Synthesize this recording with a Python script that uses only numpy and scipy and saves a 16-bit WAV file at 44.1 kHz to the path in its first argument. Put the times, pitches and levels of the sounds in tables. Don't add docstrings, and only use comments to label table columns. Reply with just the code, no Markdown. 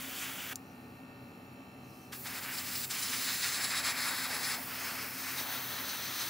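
import sys
import numpy as np
from scipy import signal
from scipy.fft import rfft, irfft, next_fast_len
from scipy.io import wavfile
from scipy.ndimage import uniform_filter1d

SR = 44100
rng = np.random.default_rng(int(sys.argv[2]) if len(sys.argv) > 2 else 0)


def gain_from_db(level_db):
    decades = np.asarray(level_db, float) / 20
    return 10 ** decades


def transcribe(signal):
    frames = np.atleast_2d(signal).T
    limited = np.clip(frames, -1, 1)
    pcm = np.round(limited * 32767).astype(np.int16)
    wavfile.write(sys.argv[1], SR, pcm)


N = 277389
HZ = np.maximum(np.arange(N // 2 + 1) * SR / N, 1)
PORT_SHARE = 0.63
# f/Hz, side minus mid/dB
BRIGHT_SIDE = [(500, -12), (1200, -13), (2100, -12), (2900, -14), (3600, -9), (4300, -14), (5900, -24),
               (6400, -8.5), (8500, -12), (10300, -11), (10800, -25), (14300, -22), (15000, -9.5),
               (16000, -6)]


def rms_one(x):
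    return x / np.sqrt(np.mean(x ** 2) + 1e-20)


def in_time(rows):
    s, *columns = np.transpose(rows)
    return [np.interp(np.arange(N) / SR, s, c) for c in columns]


def at_hz(points, hz):
    point_hz, point_db = np.transpose(points)
    return np.interp(np.log(hz), np.log(point_hz), point_db)


def drift(rate):
    r = np.exp(-80 * np.pi * rate / SR)
    slow = signal.lfilter([1], [1, -2 * r, r * r], rng.standard_normal(N // 40 + 2002))[2000:]
    return np.interp(np.arange(N) / 40, np.arange(len(slow)), rms_one(slow))


def resonate(x, hz, width_hz):
    r = np.exp(-np.pi * width_hz / SR)
    return signal.lfilter([1, 0, -1], [1, -2 * r * np.cos(2 * np.pi * hz / SR), r * r], x)


def noise(spectrum, side_table):
    (first_hz, first_db), (last_hz, last_db) = spectrum[0], spectrum[-1]
    ends = [(first_hz / 2, first_db - 30)] + list(spectrum) + [(last_hz * 2, last_db - 40)]
    colour = gain_from_db(at_hz(ends, HZ)) * [np.ones(len(HZ)), gain_from_db(at_hz(side_table, HZ))]
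    mid, apart = rfft(rng.standard_normal((2, N)))
    side = np.sqrt(PORT_SHARE) * 1j * mid + np.sqrt(1 - PORT_SHARE) * apart
    pair = irfft(np.array([mid, side]) * colour, N)
    return pair / np.std(pair[0])


def fan():
    # f/Hz, level/dB
    fan_tones = [(129.0, -64), (166.0, -75), (200.0, -69.5), (238.6, -61), (262.4, -58), (275.0, -66),
                 (325.2, -66), (838.0, -74)]
    # f/Hz, density/dB per Hz
    vent_colour = [(7500, -21), (10300, -7), (10750, 1.5), (11200, -3), (12000, -1), (13000, -9),
                   (13600, -1.5), (16000, -6)]
    now = np.arange(N) / SR
    tones = np.zeros(N)
    for hz, db in fan_tones:
        swell = gain_from_db(db + 2.5 + 1.5 * drift(1.4))
        tones += swell * np.sin(2 * np.pi * hz * now + .6 * drift(1.18))
    hiss = gain_from_db(-72 + 1.2 * drift(3.0)) * noise(vent_colour, BRIGHT_SIDE)
    return tones * [[1], [.07]] + hiss * [[1], [.8]]


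def shade(multiple):
    hand_shade = dict([(14, -2.5), (15, 3), (19, 3), (23, -10.5), (27, 3.5), (28, -3.5), (29, -3), (31, 7),
                       (32, 6), (40, -7), (41, 5), (49, 7), (69, 12), (72, -13)])
    if multiple not in hand_shade:
        return 1
    moved = np.interp(np.arange(0, N, 64) / SR, (.9, 1.8), [-.5, .5])
    return np.repeat(gain_from_db(hand_shade[multiple] * moved), 64)[:N]


def motor_multiples():
    chosen = dict([(2, -9), (3, -5.5), (4, -9.5), (6, -12), (7, -14), (9, -11.5), (11, -14), (12, -9),
                   (13, -13.5), (14, -12), (15, -14.5), (16, -23), (18, -16.5), (19, -11.5), (20, -15),
                   (21, -15), (22, -17), (23, -16.5), (25, -19), (27, -23), (28, -19.5), (29, -17),
                   (33, -19), (36, -19), (37, -19), (38, -18), (43, -16), (45, -22), (65, -24), (72, -27),
                   (31, -31), (32, -28), (39, -29), (40, -21), (41, -25), (46, -35), (47, -26), (48, -36),
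                   (50, -26), (58, -29), (60, -31), (62, -28), (67, -31), (69, -28), (70, -28), (17, -28),
                   (24, -28), (26, -28), (30, -31), (34, -27), (35, -27), (51, -42), (52, -34), (53, -42),
                   (54, -32), (55, -41), (56, -40), (57, -38), (59, -40)])
    faint_db, fall_db, scatter_db = -22.5, 0.2, 4
    scatter = rng.standard_normal(73)
    return [(k, chosen.get(k, faint_db - fall_db * k + scatter_db * scatter[k])) for k in range(1, 73)]


def compressor():
    # f/Hz, width/Hz, level/dB
    housing = [(91.3, 15, -65), (129.4, 14, -69), (238.7, 5.9, -66.5), (263.4, 10.7, -62.5),
               (1122, 23, -77), (1830, 45, -74.5), (3085, 13, -81), (3430, 40, -91), (4090, 50, -75.5)]
    # f/Hz, density/dB per Hz
    air_colour = [(18, -54), (30, -33), (86, -8), (201, -5.5), (259, -7), (350, -11), (430, -8),
                  (520, -14.5), (600, -10), (670, -17), (747, -11.5), (980, -22.5), (1120, -18),
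                  (1350, -24.5), (1930, -30.5), (2710, -22.5), (2890, -32), (4700, -35), (6110, -70),
                  (10300, -120)]
    # f/Hz, side minus mid/dB
    air_side = [(60, -48), (130, -16.5), (290, -14), (640, -7), (1410, 5.5), (3100, 1), (6820, -11),
                (15000, -33)]
    # f/Hz, density/dB per Hz
    upper_air = [(2760, -42), (4700, -17), (5620, 1), (6100, -15), (6660, -9), (6950, -3), (7230, -6),
                 (8010, -17)]
    # t/s, level/dB
    song_level = [(0, -77), (.75, -72), (1.0, -66), (6.29, -62)]
    motor_hz, song_multiple = 62.93, 42
    turn = 2 * np.pi * np.cumsum(motor_hz * (1 + 0.0004 * drift(1.37))) / SR
    waver = [gain_from_db(1.35 * drift(3.2)) for _ in range(7)]
    whine = np.zeros(N)
    for i, (k, db) in enumerate(motor_multiples()):
        tone = np.sin(k * turn + rng.uniform(0, 2 * np.pi))
        whine += gain_from_db(db) * shade(k) * waver[i % 7] * tone
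    song = gain_from_db(in_time(song_level)[0]) * np.sqrt(waver[0]) * np.sin(song_multiple * turn)
    body = song * [[1], [-.45]]
    for hz, width_hz, db in housing:
        shake = rng.standard_normal((2, N))
        for _ in range(2):
            shake = resonate(shake, hz, 1.4 * width_hz)
        power = uniform_filter1d(shake ** 2, round(3 * SR / hz), axis=1)
        swell = np.sqrt(power / np.mean(shake ** 2) + .02)
        shake = shake / swell ** .4
        side_gain = gain_from_db(at_hz(air_side, hz) - 3.0)
        body = body + gain_from_db(db) * shade(round(hz / motor_hz)) * rms_one(shake) * [[1], [side_gain]]
    air = gain_from_db(-55.5) * noise(air_colour, air_side)
    air += gain_from_db(-75 + 0.71 * drift(2.7)) * noise(upper_air, BRIGHT_SIDE)
    return gain_from_db(-56) * whine * [[1], [.1]] + body + air


def controls():
    # opens t/s, shuts t/s
    trigger = [
        (-1.0, .539),
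        (2.111, 7.0),
    ]
    # t/s, strike level/dB, brightness/dB
    strike = [(0.0, -48.5, 0.5), (0.53, -46.5, -1.2), (2.13, -44.5, 0), (2.18, -62, 3), (2.238, -59, 1),
              (2.258, -44.6, -2), (2.6, -44.5, 3.5), (2.85, -49, 6), (3.05, -44, 4.5), (3.45, -42.0, 4.5),
              (3.85, -37.0, 1), (4.15, -40.5, -0.5), (4.545, -38.5, 0), (4.6, -48, -2.3),
              (4.88, -39.5, -3.5), (5.13, -46.5, 0), (5.5, -43.5, -5), (6.29, -43.5, -0.5)]
    # t/s, change/dB, spread/s, brightness/dB
    crossings = [(0.192, -2.5, 0.023, 5), (0.231, 5.5, 0.026, 0), (0.295, 3, 0.011, -0.2),
                 (0.523, 4.5, 0.0073, -2), (2.273, 0.5, 0.007, 4.5), (2.76, 2.5, 0.011, 1),
                 (2.848, 3, 0.007, 2), (2.911, 3.2, 0.007, 2), (2.951, 4.5, 0.026, -4),
                 (3.031, 0.5, 0.007, 5), (3.139, 6, 0.013, -3.5), (3.291, 5.0, 0.017, -4),
                 (3.458, 5.5, 0.016, -3.5), (3.646, 1, 0.007, 3), (3.877, 3.5, 0.011, -1.5),
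                 (4.085, 3, 0.014, -1), (4.252, 1.5, 0.011, -0.1), (4.715, 2, 0.017, -4.5),
                 (4.991, 3, 0.006, -2), (5.04, 1.5, .018, -1.5), (5.294, 4.0, 0.042, -0.5),
                 (5.398, 3.5, 0.014, 2.8), (5.541, 2.5, 0.026, 1.3), (5.893, 0.5, 0.017, 3),
                 (6.22, 3.1, 0.018, 1.5), (3.44, 1.5, .008, .6), (5.94, 1.2, .012, .6), (.44, 1.5, .012, 0),
                 (5.02, 0, .01, 1.5), (4.06, 1.5, .01, -2.2)]
    # t/s, change/dB, spread/s, brightness/dB
    slips = [(2.329, -1, 0.007, -3), (2.295, -2.5, .007, 0.5), (2.409, -5.5, 0.011, -5),
             (2.565, -4, 0.0037, 0), (2.488, 1.8, 0.028, -7.5), (2.644, -1, 0.02, -3.5),
             (2.866, -7, 0.007, -3), (2.887, -7.5, 0.009, -4.5), (3.378, -3.5, 0.021, 1),
             (3.594, 2.5, 0.014, -7), (3.686, -3.5, 0.012, -0.5), (3.738, 1, 0.015, -4),
             (3.825, -6, 0.012, -1.8), (3.945, -2, 0.018, -5.5), (4.288, -2.0, 0.011, -1.5),
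             (4.4, -3.5, 0.028, 2), (4.568, -2, 0.013, -2), (4.659, -3.6, 0.013, 0),
             (4.935, -2.5, 0.017, 0), (5.1, -0.8, 0.03, -3.5), (5.661, -2, 0.026, 0.5),
             (5.821, 0, 0.026, -2), (6.1, 0, 0.02, -2.3), (5.455, -1.5, .012, -1.5),
             (2.625, -.6, .01, -1.5), (4.74, -1.5, .01, 0), (4.39, 0, .015, -1.5)]
    open_s, shut_s = 0.018, 0.0075
    now = np.arange(N) / SR
    held = np.zeros(N)
    for opens, shuts in trigger:
        held += np.clip(np.minimum((now - opens) / open_s, (shuts - now) / shut_s), 0, 1) ** 2
    strike_db, bright_db = in_time(strike)
    cross_db, shine_db = np.zeros((2, N))
    for s, change, spread, shine in [*crossings, *slips]:
        near = slice(max(round((s - 4 * spread) * SR), 0), round((s + 4 * spread) * SR))
        bell = np.exp(-.5 * ((now[near] - s) / spread) ** 2)
        cross_db[near] += change * bell
        shine_db[near] += shine * bell
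    return held, strike_db, bright_db + shine_db, cross_db, shine_db


def wash():
    # t/s, level/dB
    spill = [(0, -61.5), (.5, -60.5), (2.13, -70), (2.23, -70), (2.3, -58), (2.9, -64), (3.5, -62),
             (3.9, -52), (4.6, -52), (5.1, -59), (5.5, -54), (6.29, -56.5)]
    # f/Hz, density/dB per Hz
    wash_colour = [(330, -8), (450, -6), (650, -1), (850, -0.5), (1100, -6)]
    held = controls()[0]
    return held * gain_from_db(in_time(spill)[0] + 2.6 * drift(5.4)) * noise(wash_colour, BRIGHT_SIDE)


def leak():
    # t/s, level/dB
    leak_level = [
        (.54, -63),
        (.6, -69),
        (.85, -69),
        (1.1, -74),
        (1.78, -74),
        (1.86, -67.5),
        (1.96, -62.5),
        (2.12, -65),
        (2.2, -70),
    ]
    # f/Hz, density/dB per Hz
    leak_colour = [(2350, -41), (4000, -17), (4240, -7), (5250, -3), (6110, -4), (6860, -8.5),
                   (13800, -4.5), (16000, -3)]
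    return gain_from_db(in_time(leak_level)[0]) * noise(leak_colour, BRIGHT_SIDE) * [[1], [.85]]


def valve():
    # t/s, peak level/dB
    snaps = [
        (.55728, -21),
    ]
    # f/Hz, level/dB, t60/s
    valve_modes = [(3800, -20, .0045), (6100, -19, .009), (6630, -5.5, .008), (7316, -11, .032),
                   (8200, -14, .003), (9500, -7, .009), (10400, -9, .007), (12630, -6, .0065),
                   (13600, -14, .005), (15100, -12, .003)]
    out, age = np.zeros(N), np.arange(2000) / SR
    bright = signal.butter(4, 4300, "high", fs=SR, output="sos")
    for s, peak_db in snaps:
        snap = gain_from_db(-13 - 60 * age / 0.0051) + gain_from_db(-18 - 60 * age / 0.049)
        knock = snap * rng.standard_normal(len(age))
        knock[0] += gain_from_db(3.5)
        for hz, level_db, t60 in valve_modes:
            knock += gain_from_db(level_db - 60 * age / t60) * np.sin(2 * np.pi * hz * age)
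        out[round(s * SR):][:len(age)] += gain_from_db(peak_db - 5.0) * signal.sosfilt(bright, knock)
    return out * [[1], [.15]]


def whistles():
    # t/s, f/Hz, level/dB, spread/s
    whistle_puffs = [(.24, 2300, -46, .015), (.4, 3020, -46, .012), (.522, 1500, -43, 0.0055),
                     (.69, 5900, -73, .03), (1.85, 6300, -73, .015), (1.885, 5700, -71, .02),
                     (1.93, 5250, -71, .03), (2.03, 6000, -69, .03), (2.375, 7300, -52, .012),
                     (2.44, 7400, -52, .01), (2.586, 4800, -42, 0.0046), (2.588, 7600, -47, .006),
                     (2.845, 7500, -43, .006), (2.913, 7500, -41, .006), (3.78, 3800, -40, 0.013),
                     (4.1, 10400, -55, .01), (4.35, 10500, -45, .01), (4.48, 10600, -43, 0.021),
                     (4.83, 6450, -49.5, .025), (5.39, 3870, -43, .012), (5.54, 9700, -50, .02),
                     (5.72, 9900, -54, .012), (2.79, 15300, -45, .022), (3.39, 15300, -46, .02),
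                     (3.69, 15200, -49, .018), (4.86, 15300, -47, .02), (5.22, 15000, -48, .015),
                     (5.81, 11500, -50, .02), (6.16, 10000, -51, .015)]
    width_hz = 570
    out, age = np.zeros(N), np.arange(-4000, 4000) / SR
    for s, hz, db, spread in whistle_puffs:
        puff = rng.standard_normal(len(age))
        tone = rms_one(resonate(resonate(puff, hz, width_hz), hz, width_hz))
        bell = np.exp(-.5 * (age / spread) ** 2)
        out[round((s + age[0]) * SR):][:len(age)] += gain_from_db(db) * bell * tone
    return out * [[1], [.12]]


def moments():
    # from t/s, delay/ms, signed gain, delay/ms, signed gain
    postures = [(0.0, .214, -.12, 0.27, 0.14), (2.12, 0.31, -0.094, 0.39, -.05),
                (2.5, 0.3, -0.032, 0.4, 0.028), (2.92, 0.88, 0.058, .988, 0.047),
                (3.25, 0.33, -0.1, 0.47, .1), (3.58, 0.33, -0.19, 0.4, 0.09),
                (3.95, 0.32, -0.15, 0.34, -0.19), (4.3, 0.3, -0.14, 0.33, -0.11),
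                (4.6, 0.3, -.11, 0.5, -0.18), (4.75, 0.31, -0.13, 0.5, -0.11),
                (5.0, 0.25, -0.11, .299, -0.13), (5.17, 0.31, -0.056, .37, -0.045),
                (5.42, 0.37, -.09, .445, -0.14), (5.85, 0.4, -.1, 0.46, -0.13)]
    # t/s, turn 0-1
    rim_turn = [
        (2.9, 0),
        (3.3, 0.14),
        (3.5, .3),
        (3.72, 0.95),
        (4.1, 1),
        (4.6, 1.0),
    ]
    # unturned f/Hz, turned f/Hz, width/Hz, unturned level/dB, turned level/dB
    ridges = [(3230, 2940, 390, -2, -5), (8370, 9050, 600, -8, -7), (9700, 10300, 750, 2, 4.5),
              (10620, 11100, 350, -5.5, -4.5)]
    step_s = .1
    steps = []
    for posture, end in zip(postures, [row[0] for row in postures[1:]] + [N / SR]):
        start = posture[0]
        if not 2.8 < start < 4.5:
            steps.append((start, posture, []))
            continue
        for s in np.linspace(start, end, round((end - start) / step_s), endpoint=False):
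            u = np.interp(s + step_s / 2, *np.transpose(rim_turn))
            rim = [(f + u * (g - f), width, d + u * (e - d)) for f, g, width, d, e in ridges]
            steps.append((s, posture, rim))
    return steps


def echoes(x):
    # from t/s, until t/s, f/Hz, width/Hz, level/dB
    hollows = [(-1, 1, 3350, 760, 3.4), (-1, 1, 4040, 700, -4.9), (-1, 1, 13840, 150, -5.6),
               (-1, 1, 1450, 250, 3.1), (-1, 1, 8500, 4000, -1.5), (2, 5.2, 5260, 310, 2.4),
               (2, 4.58, 5650, 320, -3.7), (2.4, 4.2, 6780, 130, -5.3), (2, 2.8, 8450, 450, -4),
               (2, 2.8, 3220, 550, -2.2), (2.4, 3.9, 7600, 700, 2), (2, 2.8, 6220, 250, -2.5),
               (2.8, 3.5, 13230, 450, -7.2), (4.5, 5.2, 2930, 450, -3.5), (2.4, 2.8, 9580, 300, -2.5),
               (4.7, 5.1, 3750, 350, -3.5), (5.1, 5.2, 3400, 300, -3), (5.1, 5.2, 6300, 900, 2.5),
               (5.2, 7, 6200, 800, 5), (5.2, 7, 11290, 220, -3.7), (4.5, 7, 7280, 500, -3),
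               (5.2, 7, 14810, 370, 2.5), (5.2, 7, 2890, 340, -3.8), (5.2, 7, 4220, 950, 5.2),
               (5.2, 7, 8700, 4000, -2.5), (4.5, 5.1, 8700, 1500, -1.5), (5.2, 7, 9900, 900, 1),
               (2.2, 3.7, 15450, 600, 3), (2.2, 3.7, 14600, 500, -2.5), (2.8, 3.4, 7235, 300, 3),
               (2.8, 3.4, 13900, 600, 2), (3.2, 3.7, 10850, 400, -2.5), (3.2, 4.2, 4900, 400, -1.5),
               (3.2, 4.2, 3950, 500, 1.5), (5.1, 5.6, 8960, 350, -2.5), (4.2, 4.5, 13400, 1200, -1.5),
               (-1, 1, 10680, 300, 3), (-1, 1, 11200, 500, -2), (-1, 1, 9800, 500, -2),
               (3.5, 4.5, 8650, 300, -2), (2.8, 4.5, 5550, 150, -2.5), (2.8, 4.5, 5250, 250, 1.5),
               (2.8, 3.9, 6850, 250, -1.5)]
    out, now = np.zeros_like(x), np.arange(N) / SR
    pad, fade_s = 2048, .06
    steps = moments()
    for (s, posture, rim), end in zip(steps, [step[0] for step in steps[1:]] + [N / SR]):
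        a, b = max(round(s * SR) - pad, 0), min(round(end * SR) + pad, N)
        size = next_fast_len(b - a + pad)
        hz = np.arange(size // 2 + 1) * SR / size
        paths = 1
        for ms, gain in zip(posture[1::2], posture[2::2]):
            paths = paths + gain * np.exp(-2j * np.pi * hz * ms / 1000)
        facing = [row[2:] for row in hollows if row[0] < posture[0] < row[1]] + rim
        colour_db = sum(db / (1 + (2 * (hz - top_hz) / width_hz) ** 2) for top_hz, width_hz, db in facing)
        heard = irfft(rfft(x[:, a:b], size) * paths * gain_from_db(1.15 * colour_db), size)[:, :b - a]
        fade_in = np.clip((now[a:b] - s) / fade_s + .5, 0, 1) if s > 0 else 1
        fade_out = np.clip((end - now[a:b]) / fade_s + .5, 0, 1) if end < N / SR else 1
        out[:, a:b] += heard * fade_in * fade_out
    return out


def jet():
    # f/Hz, density/dB per Hz
    roar_colour = [(300, -32), (600, -17), (1100, -3), (1600, 0), (2300, 0), (3000, -3), (4200, -15)]
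    splash_colour = [(2000, -15), (3000, -3), (4000, 0), (5200, 0), (6200, -3), (8000, -15)]
    sizzle_colour = [(4800, -15), (6200, -3), (7500, 0), (9500, 0), (11000, -3), (13000, -15)]
    nozzle_colour = [(9000, -15), (11000, -3), (12500, 0), (14000, 0), (15500, 4), (16500, 4)]
    # t/s, roar toward the left/dB, extra roar width/dB, extra upper sizzle width/dB
    aim = [(0, 0.5, -4, -9), (.54, 0, -5, -9), (2.2, 0, -4, -8), (2.72, 0, -5, -7), (2.95, -0.5, -13, 1.2),
           (3.55, 0, -12, .6), (3.68, 0, -11, .6), (3.75, 0.6, -1.5, .6), (3.83, 0, -13, .6),
           (4.06, 1.2, -1.5, .6), (4.24, 1.5, -.6, .6), (4.3, .6, -7, .6), (4.4, 1.5, -1.5, .6),
           (4.52, 1.2, -1.5, .6), (4.6, 0, -9, -4), (5.2, 1.5, -3.5, -5), (5.45, 2.5, 1.1, -11),
           (6.29, 2.1, 0, -10.5)]
    # t/s, level/dB
    flow = [(0, -44.5), (2.13, -46), (2.235, -45), (2.27, -44.5), (2.5, -43), (2.78, -41.5), (2.9, -42.5),
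            (3.35, -39.5), (3.7, -44), (4.2, -42), (5.2, -43), (5.45, -40.5), (6.1, -42), (6.23, -40)]
    held, strike_db, bright_db, cross_db, shine_db = controls()
    roar_db, nozzle_db = strike_db + cross_db, in_time(flow)[0]
    left_db, width_db, high_width_db = in_time(aim)
    flutter = drift(9.7)

    low = gain_from_db(roar_db + 0.2 * flutter + 0.13 * drift(23)) * noise(roar_colour, BRIGHT_SIDE)
    splash = gain_from_db(roar_db + bright_db - 1.5 + 0.39 * flutter + 0.83 * drift(22))
    low += splash * noise(splash_colour, BRIGHT_SIDE)
    low[1] = low[1] * gain_from_db(width_db) + low[0] * np.tanh(left_db * np.log(10) / 40)

    sizzle = gain_from_db(roar_db + 1.26 * bright_db - 4.0 + 0.48 * flutter + 1.0 * drift(24))
    skirt = gain_from_db(nozzle_db - 10.5)
    high = np.hypot(sizzle, skirt) * noise(sizzle_colour, BRIGHT_SIDE)
    edge_db = 0.23 * (cross_db + shine_db)
    nozzle = gain_from_db(nozzle_db + edge_db + .4 * flutter + 0.5 * drift(40))
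    high += nozzle * noise(nozzle_colour, BRIGHT_SIDE)

    size = next_fast_len(N)
    hz = np.arange(size // 2 + 1) * SR / size
    upper = irfft(rfft(high[1], size) * (hz > 8900) * (hz < 12000), size)[:N]
    rest = high[1] - upper
    high[1] = upper * gain_from_db(high_width_db) + rest * gain_from_db(.2 * high_width_db)
    return echoes(held * (low + high))


def scene():
    mid, side = fan() + compressor() + wash() + leak() + valve() + whistles() + jet()
    return np.array([mid + side, mid - side]) * gain_from_db([[.1], [-.1]])


def low_pass(x):
    return signal.sosfilt(signal.butter(12, 17100, fs=SR, output="sos"), x)


def record(dry):
    steep = signal.ellip(18, .5, 90, 15735, fs=SR, output="sos")
    mix = signal.sosfilt(steep, dry)
    return low_pass(mix)


dry = scene()
out = record(dry)
transcribe(out)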